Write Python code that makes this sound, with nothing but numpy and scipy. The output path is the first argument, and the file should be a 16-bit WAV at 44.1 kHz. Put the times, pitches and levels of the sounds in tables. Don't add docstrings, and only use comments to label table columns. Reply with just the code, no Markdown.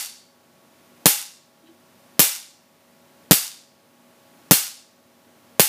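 import sys
import numpy as np
from scipy import signal
from scipy.fft import rfft, irfft
from scipy.io import wavfile
from scipy.ndimage import uniform_filter1d

SR = 44100
rng = np.random.default_rng(int(sys.argv[2]) if len(sys.argv) > 2 else 0)


def wav_out(sig):
    wavfile.write(sys.argv[1], SR, np.round(np.clip(np.atleast_2d(sig).T, -1, 1) * 32767).astype(np.int16))


N = 250488
TIME = np.arange(N) / SR

# (time [s], strength [dB], push of the echoes [dB], direct slap [dB], reverberation [dB])
DISCHARGES = [(-0.1095, 9, 3, -18, 0), (1.0576, 2, 0.5, -9, 0), (2.1939, -1.5, -2.5, -14.5, 1.4),
              (3.31, 10, 1, 3.5, -.5), (4.5103, 7, 3.5, 0.5, 0.8), (5.596, 2, -8, 10, -1)]
NEAR_WALL_DELAYS = [.0064, .0104, .021]
FAR_WALL_DELAYS = [.038, .061, .158, .1695]
# (frequency [Hz], spectral level [dB])
TAIL_SPECTRUM = [(100, -19), (200, -3.5), (400, -4), (800, -8.5), (1300, -7), (2500, -2), (4000, -3),
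                 (7000, 0.5), (11000, 5), (15000, 3.5)]
# (frequency [Hz], time to fall 60 dB [s])
ROOM_T60 = [(150, 0.14), (550, 0.27), (850, 0.47), (2500, 0.45), (4500, 0.55), (8000, 0.44), (11000, 0.35),
            (14000, 0.3)]
# (frequency [Hz], level [dB])
ROOM_MODES = [(802, -37.5), (847, -38.5), (971, -43.5), (1437, -43), (1601, -38.5), (2333, -42),
              (2780, -37), (3014, -39), (3469, -41.5), (3636, -32), (4250, -34.5), (4546, -34), (4789, -37),
              (5300, -32.5), (5797, -35.5), (6867, -34.5), (7193, -37.5)]
# (start time [s], level [dB])
CREAK_SWELLS = [(1.632, -45), (1.684, -42.5)]
# (frequency [Hz], level [dB], time to fall 60 dB [s])
RASP_MODES = [(3110, 19, 0.014), (3840, 9, 0.041), (3900, 0, .03)]
# (frequency [Hz], level [dB])
HUM_LINES = [(96.9, -77), (242.2, -63.5), (279.9, -76.5), (360.7, -70.5), (457.6, -85), (554.5, -66.5),
             (646.0, -68), (834.4, -69), (952.8, -73.5), (1114, -70), (1389, -78)]
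# (frequency [Hz], spectral level [dB])
NOISE_SPECTRUM = [(40, -30.5), (70, -14), (110, -8.5), (160, -2.5), (250, -2), (420, -7.5), (640, -6),
                  (780, -9.5), (1200, -12), (1800, -13.5), (4000, -18), (8000, -21.5), (15000, -22)]


def sparks(shared_power=0.63, crack_db=9.5, thump_db=9, tail_db=-1.5, ring_db=4):
    t, out = np.arange(int(.7 * SR)) / SR, np.zeros(N)
    common, *own_tails = [diffuse_tail(t) for _ in range(len(DISCHARGES) + 1)]
    direct_slap = from_db(-2) * slap(t, start_hz=850, end_hz=270, glide_s=.0016, decay_s=.0026)
    wall_slap = from_db(-1.5) * slap(t, start_hz=2000, end_hz=320, glide_s=.0005, decay_s=.0012)
    far = far_paths()
    for (s, strength_db, echo_db, slap_db, reverb_db), own in zip(DISCHARGES, own_tails):
        crack = shocks(t, near_paths(), decay_s=.00042, low_hz=503, high_hz=18100)
        crack *= from_db(crack_db + .49 * strength_db)
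        low = from_db(thump_db + strength_db) * thump(t, echo_db)
        tail = np.sqrt(shared_power) * common + np.sqrt(1 - shared_power) * own
        room = from_db(tail_db) * surface_comb(tail) + from_db(ring_db) * room_ringing(t)
        ticks = shocks(t, far, decay_s=.0002, low_hz=5000, high_hz=11000)
        add(out, s, crack + low + from_db(slap_db) * direct_slap + from_db(reverb_db) * room + ticks)
        add(out, s + NEAR_WALL_DELAYS[0], from_db(1.4 * echo_db) * wall_slap)
    return out


def shocks(t, paths, decay_s, low_hz, high_hz):
    out, short = np.zeros(len(t)), t[:128]
    for delay, db in paths:
        shock = rng.standard_normal(len(short)) * np.exp(-short / decay_s)
        shock = butter(butter(shock, low_hz, "high", order=1), high_hz, "low")
        add(out, delay, from_db(db) * shock / np.linalg.norm(shock))
    return out


def thump(t, echo_db, recover_s=.00044, bright_hz=1200, coupling_hz=135, leak_db=-23.5):
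    pushes = np.zeros(len(t))
    for delay, db in wall_paths():
        push_db = 1.2 * db + (echo_db if delay else 0)
        add(pushes, delay, from_db(push_db) * np.exp(-t / recover_s))
    pushes = butter(pushes, bright_hz, "low", order=1)
    return butter(pushes, coupling_hz, "high", order=6) + from_db(leak_db) * pushes


def slap(t, start_hz, end_hz, glide_s, decay_s):
    hz = end_hz + (start_hz - end_hz) * np.exp(-t / glide_s)
    return np.cos(2 * np.pi * np.cumsum(hz) / SR) * np.exp(-t / decay_s)


def wall_paths(distance_m=2, sound_m_per_s=343):
    delays = [0, *NEAR_WALL_DELAYS]
    return [(delay, -20 * np.log10(1 + delay * sound_m_per_s / distance_m)) for delay in delays]


def near_paths(level_db=14, bounce_s=.0014, bounce_db=-4):
    pair = [(0, level_db), (bounce_s, level_db + bounce_db)]
    return [(delay + lag, db + pair_db) for delay, db in wall_paths() for lag, pair_db in pair]


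def far_paths(level_db=10.5, loss_db_per_s=79, stray_db=-5.5):
    clear = [(delay, 0) for delay in FAR_WALL_DELAYS]
    stray = [(delay, stray_db) for delay in rng.uniform(.062, .24, 5)]
    return [(delay, level_db + db - loss_db_per_s * delay) for delay, db in clear + stray]


def diffuse_tail(t, grain_db=3, build_s=.008):
    edges_hz = np.geomspace(80, 17000, 21)
    reflections = rng.standard_normal((2, len(t)))
    reflections *= from_db(grain_db * rng.standard_normal(len(t) // 8 + 1)).repeat(8)[:len(t)]
    undamped, tail = 0, 0
    for k, (low, high) in enumerate(zip(edges_hz, edges_hz[1:])):
        hz = np.sqrt(low * high)
        band = from_db(at_hz(TAIL_SPECTRUM, hz)) * butter(reflections[k % 2], [low, high], "band")
        undamped += band
        tail += band * from_db(-60 * t / at_hz(ROOM_T60, hz))
    return tail / np.std(undamped) * (1 - np.exp(-t / build_s))


def surface_comb(tail, reflection=.092):
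    mirrors = np.zeros(SR // 50)
    mirrors[0] = 1
    for delay, _ in near_paths()[1:4]:
        mirrors[round(delay * SR)] += reflection
    return signal.fftconvolve(tail, mirrors / np.linalg.norm(mirrors))[:len(tail)]


def room_ringing(t, scatter_db=6, spread_hz=20):
    out = np.zeros(len(t))
    for centre_hz, db in ROOM_MODES:
        hz = centre_hz + spread_hz * rng.uniform(-1, 1, (3, 1))
        size, phase = from_db(scatter_db * rng.standard_normal(hz.shape)), rng.random(hz.shape)
        cluster = (size * np.sin(2 * np.pi * (hz * t + phase))).sum(axis=0) / np.sqrt(len(hz))
        out += cluster * from_db(db - 60 * t / at_hz(ROOM_T60, centre_hz))
    return out


def creak(note_hz=330, slips_per_s=250, rasp_at_s=1.677, rasp_width_s=.02, rasp_db=-67):
    envelope = sum(from_db(db) * swell(s, rise_s=.014) for s, db in CREAK_SWELLS)
    note = envelope * np.sin(2 * np.pi * note_hz * TIME + drift(60))
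    slip_rate = slips_per_s * from_db(2 * drift(90))
    slips = np.diff(np.floor(np.cumsum(slip_rate) / SR), prepend=0)
    slips *= np.exp(-((TIME - rasp_at_s) / rasp_width_s) ** 2)
    t = TIME[:SR // 10]
    body = sum(from_db(db - 60 * t / t60) * np.sin(2 * np.pi * hz * t) for hz, db, t60 in RASP_MODES)
    return note + from_db(rasp_db) * signal.fftconvolve(slips, body)[:N]


def hum(gain_db=2.5, waver_rad=.5):
    out = np.zeros(N)
    for hz, db in HUM_LINES:
        amplitude = np.sqrt(2) * from_db(gain_db + db + drift(15))
        out += amplitude * np.sin(2 * np.pi * (hz * TIME + rng.random()) + waver_rad * drift(16))
    return out


def room_noise(level_db=-52.5, bass_cut_hz=85):
    hz = np.maximum(np.arange(N // 2 + 1) * SR / N, 1)
    spectrum = rfft(rng.standard_normal(N)) * from_db(at_hz(NOISE_SPECTRUM, hz))
    noise = butter(irfft(spectrum, N), bass_cut_hz, "high")
    return from_db(level_db) * noise / np.sqrt(np.mean(noise ** 2))


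def gain_control(x, threshold_db=-36, depth_db=8.5, release_db_per_s=7.5, attack_s=.013):
    power = uniform_filter1d(x[0] ** 2, size=220, origin=109)
    level_db = 10 * np.log10(np.maximum(power, 1e-12))
    wanted_db = np.clip(level_db - threshold_db, 0, depth_db)
    release_db = release_db_per_s * TIME
    held_db = np.maximum.accumulate(wanted_db + release_db) - release_db
    pole = np.exp(-1 / (attack_s * SR))
    cut_db, _ = signal.lfilter([1 - pole], [1, -pole], held_db, zi=[pole * held_db[0]])
    return x * from_db(-cut_db)


def swell(s, rise_s):
    age = np.maximum(TIME - s, 0) / rise_s
    return age * np.exp(1 - age)


def drift(rate_hz):
    return np.interp(TIME * rate_hz, np.arange(400), rng.standard_normal(400))


def from_db(db):
    return 10 ** (np.asarray(db) / 20)


def at_hz(points, hz):
    table = np.array(points)
    return np.interp(np.log(hz), np.log(table[:, 0]), table[:, 1])


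def butter(x, hz, kind, order=2):
    return signal.sosfilt(signal.butter(order, hz, kind, fs=SR, output="sos"), x + 1e-18)


def add(track, s, sound):
    at = int(round(s * SR))
    first, last = max(at, 0), min(at + len(sound), len(track))
    if last > first:
        track[first:last] += sound[first - at:last - at]


def scene():
    return (sparks() + hum() + room_noise() + creak())[None]


def record(dry, cutoff_hz=15350, ceiling=.86):
    top_cut = signal.ellip(10, .2, 85, cutoff_hz, fs=SR, output="sos")
    ducked = gain_control(dry)
    clipped = np.clip(signal.sosfilt(top_cut, ducked), -ceiling, ceiling)
    return signal.sosfilt(top_cut, clipped)


dry = scene()
out = record(dry)
wav_out(out)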